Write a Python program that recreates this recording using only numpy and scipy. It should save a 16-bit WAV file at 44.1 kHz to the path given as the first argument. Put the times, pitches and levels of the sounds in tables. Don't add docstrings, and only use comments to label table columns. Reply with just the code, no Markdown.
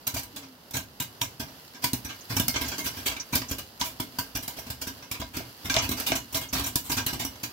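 import sys
import numpy as np
from scipy import signal
from scipy.fft import rfft, irfft, next_fast_len
from scipy.io import wavfile

SR = 44100
rng = np.random.default_rng(int(sys.argv[2]) if len(sys.argv) > 2 else 0)


def to_wav(s):
    ch = np.atleast_2d(s).T
    pcm = np.round(np.clip(ch, -1, 1) * 32767)
    wavfile.write(sys.argv[1], SR, pcm.astype(np.int16))


N = 331632
TAIL = 17640
PORT_NULL_HZ = 1340


def undb(db):
    return 10 ** (np.asarray(db) / 20)


def rfft_hz(size):
    return np.arange(size // 2 + 1) * SR / size


def colour(points, f):
    hz, db = np.transpose(points)
    return undb(np.interp(np.log(f + 1), np.log(hz), db))


def unit(x):
    return x / np.sqrt(np.mean(x ** 2, axis=(-2, -1), keepdims=True))


def fade(t, t60):
    env = np.exp(-np.log(1000) * t / t60)
    return env / np.linalg.norm(env)


def at_ports(spectra, f, bass_likeness=0.96):
    relative_f = f / PORT_NULL_HZ
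    alike = bass_likeness * np.sinc(relative_f) / (1 + (relative_f / 2) ** 2)
    mid = spectra[..., 0, :] * np.sqrt(1 + alike)
    side = spectra[..., 1, :] * np.sqrt(1 - alike)
    return np.stack([mid + side, mid - side], axis=-2)


def place(times, sounds):
    out = np.zeros((2, N + 2 * TAIL))
    for s, sound in zip(times, sounds):
        start = max(int(s * SR), 0)
        out[:, start:start + TAIL] += sound
    return out[:, :N]


# (frequency [Hz], relative level per Hz [dB])
STOVE_COLOUR = [(15, -41), (25, -14), (86, -0.5), (261, 2), (352, -2), (437, -1.5), (637, -3), (1010, -4),
                (1220, -7), (1320, -6), (1780, -9.5), (2460, -18), (4820, -8.5), (8050, -19), (15800, -13)]
# (frequency [Hz], width [Hz], gain [dB])
JET_BANDS = [(2850, 590, 6), (4740, 36, 5.5), (11530, 220, 5.5)]
# (time [s], relative level [dB])
SIZZLE_COURSE = [(0, -2), (.6, -2), (1.45, -0.5), (1.62, 3.5), (1.8, 0.5), (2.2, 4), (2.7, 9.5), (3.3, 4),
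                 (3.75, 1), (4.6, 4), (5.1, 0), (5.5, 3), (6.3, 3), (7.5, 2.5)]


def stove(level_db=-46.5, flutter_db=1.5, oil_edge_hz=1500, spatter_db=-5, spatter_rate_hz=260,
          spatter_spread_db=6):
    t, f = np.arange(N) / SR, rfft_hz(N)
    flutter = np.interp(t, np.linspace(0, N / SR, num=120), rng.standard_normal(120))
    hiss = rng.standard_normal((2, N)) * undb(flutter_db * flutter)

    sizes = np.minimum(rng.exponential(size=N), 3)
    droplets = (rng.random(N) < spatter_rate_hz / SR) * undb(spatter_spread_db * sizes)
    droplet_sound = rng.standard_normal((2, TAIL)) * fade(t[:TAIL], 0.017)
    spatter = signal.fftconvolve(droplets[None], droplet_sound, axes=1)[:, :N]
    sizzle_gain = undb(np.interp(t, *np.transpose(SIZZLE_COURSE)))
    oil = (hiss + undb(spatter_db) * unit(spatter)) * sizzle_gain

    treble = f ** 2 / (f ** 2 + oil_edge_hz ** 2)
    mixture = rfft(hiss) * (1 - treble) + rfft(oil) * treble
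    jet = 1 + sum(undb(db) / (1 + 2j * (f - hz) / width) for hz, width, db in JET_BANDS)
    spectra = mixture * jet * colour(STOVE_COLOUR, f)
    return undb(level_db) * unit(irfft(at_ports(spectra, f), N))


def low_tone(start_s=0.333, end_s=0.607, from_hz=297, to_hz=238, peak_db=-46.0):
    progress = np.clip((np.arange(N) / SR - start_s) / (end_s - start_s), 0, 1)
    hz = from_hz + (to_hz - from_hz) * progress
    envelope = np.sin(np.pi * progress ** 0.49)
    return undb(peak_db) * envelope * np.sin(2 * np.pi * np.cumsum(hz) / SR)


# (time [s], pitch [Hz], level [dB])
SQUEAK_EVENTS = [(2.206, 6300, -61.5), (2.66, 6500, -56), (3.197, 5850, -45.5), (3.483, 6200, -52),
                 (5.783, 5800, -40), (6.485, 6300, -57)]


def squeaks(swell_s=0.0072, width_hz=600):
    t, f, sounds = np.arange(TAIL) / SR, rfft_hz(TAIL), []
    for _, hz, db in SQUEAK_EVENTS:
        rub = rfft(rng.standard_normal((2, TAIL)) * t * np.exp(-t / swell_s))
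        resonance = 1 / (1 + 1j * (f - hz) / width_hz) ** 2
        sounds.append(undb(db) * unit(irfft(rub * resonance)))
    return place([row[0] for row in SQUEAK_EVENTS], sounds)


def knocks(hits, modes, detune=0.0064, port_spread_rad=0.68):
    t, sounds = np.arange(TAIL) / SR, []
    for _, db in hits:
        ring = 0
        for hz, t60, gain_db in modes:
            struck_hz = hz * rng.normal(1, detune)
            phase = rng.normal(0, port_spread_rad, (2, 1))
            ring = ring + undb(gain_db) * fade(t, t60) * np.sin(2 * np.pi * struck_hz * t + phase)
        sounds.append(undb(db) * unit(ring))
    return place([s for s, _ in hits], sounds)


# (time [s], level [dB])
WALL_HITS = [(.072, -59), (1.215, -48), (1.841, -43.5), (3.333, -47.5), (3.999, -48.5), (4.187, -46),
             (6.901, -50)]
# (frequency [Hz], t60 [s], relative level [dB])
WALL_RING = [(966, 0.11, 15), (1523, 0.13, 5), (2120, 0.27, -27)]


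def wall_knocks():
    return knocks(WALL_HITS, WALL_RING)


# (time [s], level [dB])
LID_HITS = [(.163, -52), (3.815, -64), (4.385, -64), (4.587, -54.5), (5.222, -52.5), (5.405, -54.5),
            (5.767, -40), (6.12, -40), (6.15, -56)]
# (frequency [Hz], t60 [s], relative level [dB])
LID_RING = [(664.4, 0.087, 0.5), (700, 0.061, -7), (817, 0.11, -18), (2186, 0.047, -8), (2500, 0.2, -14.5)]


def lid_knocks():
    return knocks(LID_HITS, LID_RING)


# (time [s], centre frequency [Hz], level [dB])
SNAP_EVENTS = [(0.0775, 12900, -42), (1.216, 3470, -41.5), (1.842, 3000, -50), (2.482, 12300, -45),
               (2.567, 2740, -57), (3.084, 4470, -47), (3.352, 9100, -54), (3.813, 3840, -43),
               (4.373, 13100, -48), (5.115, 7900, -55), (5.6969, 2820, -54), (5.7418, 4170, -41.5),
               (5.765, 3700, -39), (5.917, 4060, -59), (6.119, 2160, -49), (6.346, 3550, -48.5),
               (6.758, 10800, -42)]


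def snaps(t60=0.013, sharpness=4.9):
    t, f, sounds = np.arange(TAIL) / SR, rfft_hz(TAIL), []
    for _, hz, db in SNAP_EVENTS:
        click = rfft(rng.standard_normal((2, TAIL)) * fade(t, t60))
        hull = 1j * f / hz / (1 - (f / hz) ** 2 + 1j * f / hz / sharpness)
        sounds.append(undb(db) * unit(irfft(at_ports(click, f) * hull)))
    return place([row[0] for row in SNAP_EVENTS], sounds)


def balanced_parts(times, swell, db, parts_db):
    return np.column_stack([times, swell] + [db + part_db for part_db in parts_db])


# (time [s], swell of the clatter [s], reference level [dB])
TUMBLE_EVENTS = [(.42, 0.01, -64), (1.742, .007, -61), (2.087, 0.0094, -53.5), (2.537, 0.0063, -48),
                 (2.558, 0.0024, -43), (2.636, 0.011, -52.5), (2.711, 0.009, -49), (3.116, .002, -52.5),
                 (3.165, 0.00046, -54.5), (3.199, 0.0004, -60), (3.417, 0.00044, -52.5),
                 (3.812, 0.00054, -43.5), (5.02, 0.0056, -61), (5.141, .006, -56), (5.215, 0.00044, -53),
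                 (5.698, 0.00054, -42.5), (5.738, 0.0092, -43.5), (5.765, 0.00019, -40.5),
                 (5.774, 0.0092, -45), (6.118, 0.00033, -43.5), (6.974, 0.0042, -44), (7.077, .008, -49)]
TUMBLE_BALANCE = (-5.5, 0.5, 1.5, -14.5)


def tumbles():
    return balanced_parts(*np.transpose(TUMBLE_EVENTS), TUMBLE_BALANCE)


# (time [s], swell of the jet [s], reference level [dB])
SPIT_EVENTS = [(.075, .001, -46.5), (.140, 0.0037, -48), (.192, .0016, -51.5), (.230, 0.0025, -55),
               (.708, 0.0008, -56), (1.020, 0.0023, -50.5), (2.351, 0.0076, -52.5), (2.838, 0.0098, -46),
               (3.489, .006, -53), (3.84, 0.013, -46), (4.423, 0.0067, -51), (4.478, 0.00088, -46),
               (4.585, 0.0043, -53), (5.998, 0.0017, -45), (6.323, 0.0051, -51), (6.369, 0.00087, -44.5),
               (6.66, 0.0052, -43), (6.834, 0.021, -51)]
SPIT_BALANCE = (-10, -8.5, -6, -0.5)


def spits():
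    return balanced_parts(*np.transpose(SPIT_EVENTS), SPIT_BALANCE)


# (time [s], swell of the burst [s], reference level [dB], reference thump on the pan [dB])
BURST_EVENTS = [(0.067, 0.0025, -47, -57), (.135, 0.0082, -56, -46.5), (.161, .008, -48, -54.5),
                (0.359, .005, -54.5, -60.5), (.733, 0.011, -47, -45), (.765, 0.0024, -48.5, -48.5),
                (.999, 0.0022, -47, -49), (1.211, 0.0049, -45, -47.5), (1.394, 0.007, -50.5, -47),
                (1.818, 0.015, -49.5, -56), (1.8393, 0.0024, -41.5, -46.5), (1.932, 0.0002, -49, -39.5),
                (2.045, 0.0045, -54, -50.5), (2.291, .016, -49, -42.5), (2.364, 0.0039, -43, -41),
                (2.396, 0.0014, -43.5, -38), (2.4804, 0.00094, -42.5, -46.5), (2.608, 0.0068, -47, -43.5),
                (2.678, 0.0057, -50, -69), (2.777, 0.0091, -48, -49.5), (2.857, 0.0058, -46, -51.5),
                (2.963, 0.011, -55, -51.5), (3.055, 0.01, -41, -50.5), (3.323, 0.009, -45.5, -41.5),
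                (3.352, 0.0015, -40.5, -45), (3.51, 0.0022, -49, -43.5), (3.581, 0.0041, -52.5, -56.5),
                (3.795, 0.0093, -49, -61), (3.998, 0.0022, -49.5, -45), (4.185, 0.0022, -45.5, -47.5),
                (4.348, 0.0065, -47, -46.5), (4.561, 0.01, -58, -59), (4.66, .009, -63, -54),
                (4.700, 0.0021, -52.5, -48), (4.812, 0.0041, -50, -57), (4.867, 0.0056, -51.5, -49.5),
                (5.112, 0.0018, -49.5, -52.5), (5.196, 0.006, -56, -46.5), (5.332, 0.021, -53, -50),
                (5.366, .003, -51.5, -46.5), (5.642, 0.011, -51.5, -47.5), (5.693, 0.017, -46.5, -55),
                (5.814, 0.014, -46.5, -44.5), (5.8903, .0006, -51, -43.5), (5.909, 0.0046, -47, -43.5),
                (5.96, 0.024, -48, -56.5), (6.061, 0.0078, -41.5, -55), (6.091, .016, -52, -43),
                (6.151, 0.0046, -46, -48), (6.343, 0.0066, -43, -46), (6.408, 0.01, -53, -53.5),
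                (6.526, 0.0051, -44.5, -44.5), (6.54, 0.023, -44, -43.5), (6.595, 0.00059, -52.5, -46),
                (6.635, .006, -48.5, -60), (6.756, 0.00047, -43.5, -43.5), (6.893, .006, -47.5, -45.5),
                (6.914, 0.0046, -43.5, -51), (6.963, .0086, -46.5, -43.5), (7.063, 0.0013, -44.5, -48),
                (7.124, 0.0072, -51, -45.5), (7.191, 0.011, -46.5, -49), (7.248, 0.0012, -50, -47),
                (7.43, 0.0045, -48.5, -51)]


def bursts(ring_db=-1.5, crack_db=1.5, spit_db=1, ring_from_thump=0.29,
           usual_swell_s=0.0068, brighter_db_per_octave=1.3):
    times, swell, db, thump_db = np.transpose(BURST_EVENTS)
    bright_db = brighter_db_per_octave * np.log2(usual_swell_s / np.maximum(swell, 1e-4))
    ring = db + ring_db + ring_from_thump * (thump_db - db) - bright_db
    return np.column_stack([times, swell, thump_db, ring, db + crack_db, db + spit_db + bright_db])


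def landings(count=13, shortest_s=0.03, longest_s=0.11, softer_db=-17.5, longest_swell_s=0.0034):
    times, _, db, _ = np.transpose(BURST_EVENTS)[:, rng.permutation(len(BURST_EVENTS))[:count]]
    flight, pace = rng.random((count, 2)).T
    landing_times = times + shortest_s + (longest_s - shortest_s) * flight
    return balanced_parts(landing_times, longest_swell_s * pace, db + softer_db, TUMBLE_BALANCE)


# (frequency [Hz], width [Hz], mean gain over the broad colour [dB])
PAN_RESONANCES = [(71, 21, 3), (114.3, 38, 9.5), (260.6, 34.2, 22), (287.4, 33, 12.5), (648, 25, 9.5),
                  (974, 33.5, 10), (1598, 47, 12), (2134, 12.5, 11.5), (2340, 66, 7), (2550, 11, -7),
                  (2907, 15, 11), (3300, 50, 5.5), (3550, 120, -4.5), (3980, 150, 5.5), (4870, 390, 1.5),
                  (5677, 130, 7)]
# (frequency [Hz], gain [dB])
POP_OUTLINE = [(25, -15), (60, 6.5), (120, 4.5), (170, -4), (280, -6), (480, -7.5), (850, 1.5), (1250, 0.5),
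               (1900, -4), (3200, 1), (6000, 2), (8000, -4.5), (10000, -4), (13500, 2.5)]


def pan_response(f, count, scatter_db=3.0, drift=0.0039, pocket_hz=4200, pocket_width_hz=350,
                 pocket_db=0, wall_echo=0.35):
    gains = 1
    for hz, width, db in PAN_RESONANCES:
        strength, sign, detune = rng.standard_normal((count, 3)).T[:, :, None]
        mode_hz = hz * (1 + drift * detune)
        gains = gains + np.sign(sign) * undb(db + scatter_db * strength) / (1 + 2j * (f - mode_hz) / width)
    comb = 1
    for _ in range(3):
        size, path = rng.random((count, 2)).T[:, :, None]
        air_hz = pocket_hz * 2 ** (2 * size - 1)
        gains = gains + undb(pocket_db) / (1 + 2j * (f - air_hz) / pocket_width_hz)
        delay_s = 0.00042 + 0.0025 * path
        comb = comb + wall_echo * f / (f + 600) * np.exp(-2j * np.pi * f * delay_s)
    return gains * comb * colour(POP_OUTLINE, f)


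# (upper edge [Hz], straight pulse before weakening by slow swell [dB],
# t60 inside the pan [s], t60 of the kitchen [s], kitchen against pan [dB])
POP_PARTS = [(436, 8.5, 0.22, 0.55, -3), (2333, -9, 0.022, 0.19, 5), (7710, -3.5, 0.029, 0.19, 4),
             (15540, -26, 0.023, 0.19, 0.5)]


def pops(grit_db=7.0, snap_share=0.04, snap_delay=0.62, pulse_swell_s=0.005, trim_db=0.28):
    times, swell, *levels = np.vstack([bursts(), spits(), tumbles(), landings()]).T
    count, t, f = len(times), np.arange(TAIL) / SR, rfft_hz(TAIL)
    swell = np.maximum(swell, 1e-4)[:, None]
    age = t / swell
    grit = undb(grit_db * rng.standard_normal((count, TAIL)))
    tearing = (age * np.exp(-age) * grit) ** 2
    snap = np.arange(TAIL) == np.argmax(age > snap_delay, axis=1)[:, None]
    energy = rfft(tearing / tearing.sum(axis=1, keepdims=True) + snap_share * snap)
    pulse = snap / (1 + swell / pulse_swell_s)
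    pan = pan_response(f, count)[:, None]
    reflections = rng.standard_normal((count, 2, TAIL))
    end_taper = np.minimum(1, 2 - 2 * t / t[-1]) ** 2

    sounds, low = 0, 22
    for (high, pulse_db, pan_t60, room_t60, room_db), db in zip(POP_PARTS, levels):
        decay = fade(t, pan_t60) ** 2 + (undb(room_db) * fade(t, room_t60)) ** 2
        echo_power = np.abs(irfft(energy * rfft(decay)))
        field = reflections * np.sqrt(echo_power)[:, None]
        field[:, 0] += undb(pulse_db) * pulse
        band_filter = signal.butter(4, [low, high], "band", fs=SR, output="sos")
        band = signal.sosfreqz(band_filter, f, fs=SR)[1]
        part = irfft(at_ports(rfft(field), f) * (pan * band)) * end_taper
        sounds = sounds + unit(part) * undb(db + trim_db)[:, None, None]
        low = high
    return place(times, sounds)


def scene():
    background = stove() + low_tone()
    return background + squeaks() + wall_knocks() + lid_knocks() + snaps() + pops()


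# (frequency [Hz], left minus right [dB])
PORT_DIFFERENCE = [(450, -0.5), (630, -1.5), (850, -0.5), (1300, -1.5), (2300, 0), (3300, -4), (4500, -2),
                   (5700, -6.5), (7200, -0.5), (8200, 7), (9600, 5), (11000, -5.5), (15000, -2)]


def record(dry, top_hz=15750):
    size = next_fast_len(N + TAIL)
    ratio = colour(PORT_DIFFERENCE, rfft_hz(size))
    gains = np.array([ratio, np.ones_like(ratio)]) * np.sqrt(2 / (1 + ratio ** 2))
    heard = irfft(rfft(dry, size) * gains, size)[:, :N]
    low_pass = signal.ellip(10, 0.2, 70, top_hz, fs=SR, output="sos")
    return signal.sosfilt(low_pass, heard)


dry = scene()
out = record(dry)
to_wav(out)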